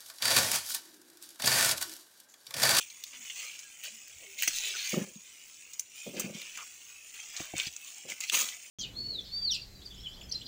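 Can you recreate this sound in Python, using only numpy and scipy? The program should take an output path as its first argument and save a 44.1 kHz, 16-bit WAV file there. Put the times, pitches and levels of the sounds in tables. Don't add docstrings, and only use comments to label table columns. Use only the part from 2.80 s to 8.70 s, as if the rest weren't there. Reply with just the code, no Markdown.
import sys
import numpy as np
from scipy import signal
from scipy.fft import rfft, irfft
from scipy.io import wavfile
from scipy.ndimage import uniform_filter1d

SR = 44100
rng = np.random.default_rng(int(sys.argv[2]) if len(sys.argv) > 2 else 0)


def output_pcm(signal):
    pcm = np.clip(np.atleast_2d(signal).T, -1, 1) * 32767
    wavfile.write(sys.argv[1], SR, np.round(pcm).astype(np.int16))


N = 260190
TIME = np.arange(N) / SR
EDGE_HZ = 15650

# f/Hz, level per Hz/dB
TEAR_COLOUR = [(100, -28.5), (400, -31.5), (700, -11.5), (1200, -9), (1800, -4), (2200, 1.5), (2800, 5.5),
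               (3900, 0), (5200, -1.5), (6600, 6), (8500, -3.5), (11000, -10), (13400, -17), (15200, 2)]


def amp(db):
    return 10 ** (np.asarray(db) / 20)


def unit(x):
    return x / np.sqrt(np.mean(x ** 2) + 1e-20)


def read(points, hz):
    f, db = np.transpose(points)
    return np.interp(np.log(hz + 1), np.log(f), db)


def hump(hz, centre_hz, octaves):
    distance = np.log2((hz + 1) / centre_hz) / octaves
    return np.exp(-.5 * distance ** 2)


def add(mix, s, sound):
    part = mix[max(round(s * SR), 0):][:len(sound)]
    part += sound[:len(part)]


def causal(db):
    log_gain = np.log(amp(np.r_[db, db[-2:0:-1]]))
    spectrum = np.exp(np.conj(signal.hilbert(log_gain)))
    return irfft(spectrum[:len(db)])


def stroke(t, start, length, rise_s, dying_s):
    rise = np.clip((t - start) / rise_s, 0, 1)
    return rise * np.exp(-np.maximum(t - start - length, 0) / dying_s)


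def knock_ring(modes, pitch_hz, octaves, rise_s):
    t = np.arange(6000) / SR
    ring = np.zeros(len(t))
    for hz, db, t60 in modes:
        fading = amp(db - 60 * t / t60)
        ring += fading * hump(hz, pitch_hz, octaves) * np.sin(2 * np.pi * hz * t)
    ring *= (1 - np.exp(-t / rise_s)) ** 2
    return ring / abs(ring).max()


def air(level_db=-76):
    # f/Hz, level per Hz/dB
    air_colour = [(25, -46), (70, 3.5), (130, -6), (250, -1), (500, -3.5), (900, -11), (3000, -27.5),
                  (15000, -53)]
    gain = amp(read(air_colour, np.fft.rfftfreq(N, 1 / SR)))
    noise = irfft(rfft(rng.standard_normal(N)) * gain, N)
    return amp(level_db) * unit(noise)


def knocks():
    # t/s, peak/dB, pitch the blow favours/Hz
    blows = [(1.676, -36, 514), (4.601, -31.5, 324), (4.736, -29.5, 420), (4.753, -41, 90),
             (4.868, -40.5, 99)]
    # f/Hz, relative level/dB, time to fade by 60 dB/s
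    thud_modes = [(75, -15, 0.25), (123, 9, 0.036), (170, -2.5, 0.072), (316.5, 5, 0.045),
                  (538, -6.5, 0.065), (712, 17, 0.015)]
    out = np.zeros(N)
    for s, db, pitch_hz in blows:
        ring = knock_ring(thud_modes, pitch_hz, octaves=1.36, rise_s=0.0022)
        add(out, s, amp(db) * ring)
    return out


def rubs():
    # t/s, length/s, start f/Hz, end f/Hz, width of each of two equal resonators in a row/Hz, level/dB
    rubs_and_tones = [(0.313, 0.16, 260, 218, 61, -70.5), (0.819, .13, 1700, 1550, 20, -66.5),
                      (1.025, .09, 620, 560, 110, -68), (1.092, .11, 215, 220, 18, -70),
                      (1.288, 0.12, 95, 75, 49, -72.5), (1.387, 0.092, 560, 520, 330, -65),
                      (1.439, .16, 401, 380, 10, -67.5), (1.799, 0.22, 386, 410, 82, -67.5),
                      (1.936, .037, 1543, 1404, 180, -48), (3.765, .085, 1371, 1178, 360, -52)]
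    out = np.zeros(N)
    for s, length, start_hz, end_hz, width_hz, db in rubs_and_tones:
        r = np.exp(-np.pi * width_hz / SR)
        noise = rng.standard_normal(SR) + 1j * rng.standard_normal(SR)
        wander = signal.lfilter([1], [1, -2 * r, r * r], noise)
        hz = np.linspace(start_hz, end_hz, int(length * SR))
        glide = np.exp(2j * np.pi * np.cumsum(hz) / SR)
        tone = (wander[-len(hz):] * glide).real
        add(out, s, amp(db) * unit(tone * signal.windows.tukey(len(hz), .7)))
    return out


def brushing(scuff_db=-2, lowest_hz=125):
    # start t/s, length/s, level before scuff_db/dB, dying time/s, favoured pitch/Hz
    scuff_rows = [(2.127, 0.062, -33.5, 0.038, 434), (3.255, 0.028, -40.5, .035, 410),
                  (3.333, 0.15, -43, 0.057, 460), (4.75, 0.044, -58, .04, 520),
                  (5.239, 0.079, -51.5, 0.017, 486), (5.517, 0.1, -50.5, 0.042, 505)]
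    # t/s, peak before the bass cut/dB, favoured pitch/Hz
    bump_rows = [(2.131, -26.5, 343), (2.141, -32.5, 1020), (2.172, -24.5, 215), (2.213, -28, 261),
                 (2.357, -42, 210), (3.264, -33.5, 513), (3.367, -36, 350), (3.4, -38.5, 1200),
                 (3.442, -32.5, 199), (3.458, -32.5, 200), (3.501, -37.5, 215), (3.548, -36.5, 170)]
    # f/Hz, relative level/dB, time to fade by 60 dB/s
    mount_modes = [(173, -2.5, 0.082), (204.7, 4.5, 0.067), (290, -9, 0.085), (362.5, -4.5, 0.047),
                   (529, 6.5, 0.016), (726, -9, 0.031), (1230, 11.5, 0.01)]
    slips = rng.standard_normal(N) * (rng.random(N) < 600 / SR)
    out = np.zeros(N)
    for start, length, db, dying_s, pitch_hz in scuff_rows:
        ring = knock_ring(mount_modes, pitch_hz, octaves=0.66, rise_s=0.002)
        scuff = unit(signal.oaconvolve(slips, ring)[:N])
        out += scuff * amp(db + scuff_db) * stroke(TIME, start, length, 0.015, dying_s)
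    for s, db, pitch_hz in bump_rows:
        add(out, s, amp(db) * knock_ring(mount_modes, pitch_hz, octaves=0.51, rise_s=0.0026))
    bass_cut = signal.butter(2, lowest_hz, "highpass", fs=SR, output="sos")
    return signal.sosfilt(bass_cut, out)


def handwork(t, stir_bright_db=4.5, stir_hollow_db=9.5):
    # t/s, level/dB
    stirring = [(0, -51), (.25, -50.5), (.45, -47), (0.8, -49.5), (1.15, -51.5), (1.5, -50.5), (2.3, -51.5),
                (2.9, -51.5), (3.08, -55), (3.3, -49), (4.25, -49.5), (5.0, -48.5), (5.9, -49.5)]
    # start t/s, length/s, level/dB, dying time/s,
    # brightness per octave/dB, hollow body/dB
    grips = [(0, 0.017, -39.5, 0.024, -1.5, -10), (0.322, 0.03, -51, 0.03, -15, -9),
             (0.406, 0.091, -48, 0.046, -2, 1), (0.553, 0.12, -45.5, 0.13, -3.5, -7),
             (1.03, 0.028, -40, 0.034, -3, -10), (1.575, 0.089, -38.5, 0.017, -3.5, -16),
             (1.681, 0.45, -36.5, 0.036, -4, -12.5), (1.738, 0.036, -34.5, 0.025, -2.5, -24),
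             (1.829, 0.053, -35, 0.013, -5, -17), (2.134, 0.11, -45, .008, 2.5, 19),
             (3.146, 0.029, -47.5, 0.18, 3.5, 0), (3.355, 0.1, -45.5, 0.023, -5.5, -2),
             (3.529, 0.28, -49, 0.03, -5, -9.5), (4.335, 0.051, -45.5, 0.087, -3, -0.5),
             (4.476, 0.072, -51.5, 0.042, -4.5, -17), (4.533, .14, -47, 0.12, -3, 9),
             (4.749, 0.13, -38.5, 0.0084, -4.5, -5.5), (5.055, .04, -47.5, 0.032, 0.5, -2),
             (5.277, 0.048, -40, .008, 0, 7.5), (5.411, 0.03, -37, 0.021, -3, -11),
             (5.472, 0.022, -41, 0.03, -4.5, -31), (5.516, 0.087, -27, 0.066, -0.4, 1)]
    power = [amp(np.interp(t, *np.transpose(stirring))) ** 2]
    colours = [(stir_bright_db, stir_hollow_db)]
    for start, length, db, dying_s, bright_db, hollow_db in grips:
        pull = amp(db) * stroke(t, start, length, 0.013, dying_s)
        power.append(pull ** 2)
        colours.append((bright_db, hollow_db))
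    total = np.sum(power, axis=0)
    bright_db, hollow_db = np.transpose(colours) @ np.array(power) / total
    return 10 * np.log10(total), bright_db, hollow_db


def small_snaps(count=70, level_db=-7, spread_db=5, low_hz=2800, high_hz=7900, lasts_s=0.0022):
    when, size, ring = rng.random((count, 3)).T
    s = when * N / SR
    work_db = handwork(s)[0]
    db = work_db + level_db + spread_db * (2 * size - 1)
    ring_hz = low_hz * (high_hz / low_hz) ** ring
    return [(*row, lasts_s, 0) for row in zip(s, db, ring_hz)]


def snaps(focus_db=15, splinters_per_s=6000, shiver_s=0.025, level_db=1, ring_db=-12, ring_s=0.0017):
    # t/s, level of the loudest 4 ms before level_db/dB, ring of the piece/Hz,
    # dying time of the splintering/s, sharp edge/dB
    breaks = [(0.101, -45, 4830, 0.0067, 5), (0.238, -33.5, 4600, 0.0029, 12.5),
              (0.499, -37.5, 2800, 0.013, -12), (0.791, -41.5, 5830, 0.009, 5),
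              (1.0376, -39, 2800, 0.0077, 20), (1.28, -47, 6300, 0.0047, 13),
              (1.6234, -24.5, 2080, 0.00088, 15.5), (1.632, -25, 2000, 0.01, 5),
              (1.676, -23.5, 1830, 0.0041, 13), (1.679, -22, 5500, 0.0066, 13),
              (1.785, -33, 5050, .0035, 0), (1.882, -35.5, 3000, .008, 2), (2.094, -33, 5660, 0.015, 16),
              (2.934, -40.5, 6800, .0082, 3), (2.995, -26.5, 6900, 0.0056, 13.5),
              (3.397, -28.5, 7100, 0.011, 21), (3.546, -46.5, 3840, 0.0084, 0),
              (3.616, -40, 3500, 0.003, 0), (3.774, -38, 1570, 0.0058, -4), (3.82, -50, 1160, .0018, 0),
              (4.389, -51, 2350, .013, 2), (4.565, -35, 6060, 0.013, -13),
              (4.781, -31.5, 7000, 0.0021, -19), (4.799, -26.5, 2850, 0.0038, -22),
              (4.868, -34.5, 4600, 0.011, -2), (4.937, -49, 6600, 0.0015, -5),
              (4.964, -36.5, 6300, 0.0015, -7), (5.047, -45, 7060, 0.0014, -6),
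              (5.146, -46.5, 7200, .002, 3), (5.183, -45.5, 8900, .001, -7),
              (5.299, -38.5, 5630, 0.013, 10), (5.405, -32, 8400, 0.0064, 4), (5.409, -35, 4570, .0035, -2),
              (5.498, -24.5, 2980, 0.0012, -4), (5.544, -25, 3000, 0.0036, 11),
              (5.601, -30.5, 2950, 0.01, 9), (5.689, -35.5, 3100, 0.0018, -4)]
    t, hz, out = np.arange(4096) / SR, np.fft.rfftfreq(2048, 1 / SR), np.zeros(N)
    for s, db, ring_hz, lasts, edge_db in [*breaks, *small_snaps()]:
        size, shiver, piece = rng.standard_normal((3, len(t)))
        splinters = rng.random(len(t)) < splinters_per_s / SR
        cracks = .35 * size * splinters * np.exp(-t / lasts)
        cracks[0] = 1
        cracks += amp(-35) / 2 * np.linalg.norm(cracks) * shiver * np.exp(-t / shiver_s)
        ring = np.r_[1, amp(ring_db) * (piece * np.exp(-t / ring_s))[1:256]]
        colour_db = read(TEAR_COLOUR, hz) + focus_db * hump(hz, ring_hz, octaves=0.47)
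        colour_db += edge_db * hump(hz, 13650, octaves=0.35)
        snap = signal.fftconvolve(signal.fftconvolve(cracks, ring), causal(colour_db))
        loudest = np.sqrt(uniform_filter1d(snap ** 2, size=176, mode="constant").max())
        add(out, s, amp(db + level_db) * snap / loudest)
    return out


def fractures(per_s, spread_db, ring_s, count=48):
    t, out = np.arange(512) / SR, np.zeros(N)
    size = amp(spread_db * np.minimum(rng.exponential(1, N), 4))
    size *= rng.random(N) < per_s / SR
    patch = rng.integers(0, count, N)
    pitches = rng.permutation(np.linspace(100, EDGE_HZ, 3 * count)).reshape(count, 3)
    for k, modes_hz in enumerate(pitches):
        ring = np.cos(2 * np.pi * modes_hz[:, None] * t).sum(axis=0) * np.exp(-t / ring_s)
        out += signal.oaconvolve(size * (patch == k), ring)[:N]
    return unit(out)


def husks(hiss_db=-6, flutter_db=1.1, patchy_db=4.0, light_db=-50, hard_db=-32,
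          clumps_per_s=60, clump_s=0.039):
    # f/Hz, level per Hz/dB
    crinkle_colour = [(100, -24), (400, -20.5), (700, -20), (1200, -17.5), (1800, -9), (2200, -0.5),
                      (2650, 5), (3900, -8), (5200, -6.5), (6600, 0.5), (8500, -8.5), (11000, -22.5),
                      (13400, -29), (15200, -9.5)]
    grains = fractures(per_s=6500, spread_db=3.6, ring_s=.0008)
    rustle = unit(grains + amp(hiss_db) * rng.standard_normal(N))
    hz, t, z = signal.stft(rustle, SR, nperseg=1024, noverlap=768)
    work_db, bright_db, body_db = handwork(t)
    hz = hz[:, None]
    force = np.clip((work_db - light_db) / (hard_db - light_db), 0, 1)
    db = (1 - force) * read(crinkle_colour, hz) + force * read(TEAR_COLOUR, hz)
    db += bright_db * np.log2(np.clip(hz, 2000, 11000) / 4500)
    db += body_db * hump(hz, centre_hz=1020, octaves=0.77)
    patches = uniform_filter1d(rng.standard_normal(z.shape), size=3, axis=0)
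    patches = uniform_filter1d(patches, size=18, axis=1)
    colour = amp(db + patchy_db * unit(patches))
    colour /= np.sqrt(np.mean(colour ** 2, axis=0))
    sound = signal.istft(z * colour, SR, nperseg=1024, noverlap=768)[1][:N]
    releases = rng.random(N) * (rng.random(N) < clumps_per_s / SR)
    clumps = signal.lfilter([1], [1, -np.exp(-1 / (clump_s * SR))], releases)
    flutter = flutter_db * unit(clumps - clumps.mean())
    return sound * amp(np.interp(TIME, t, work_db) + flutter)


def scene():
    return (husks() + snaps() + rubs() + brushing() + knocks() + air())[None]


def record(dry):
    low_pass = signal.firwin(511, EDGE_HZ, window=("kaiser", 8), fs=SR)
    return signal.oaconvolve(dry, low_pass[None], "same")


dry = scene()
out = record(dry)
output_pcm(out)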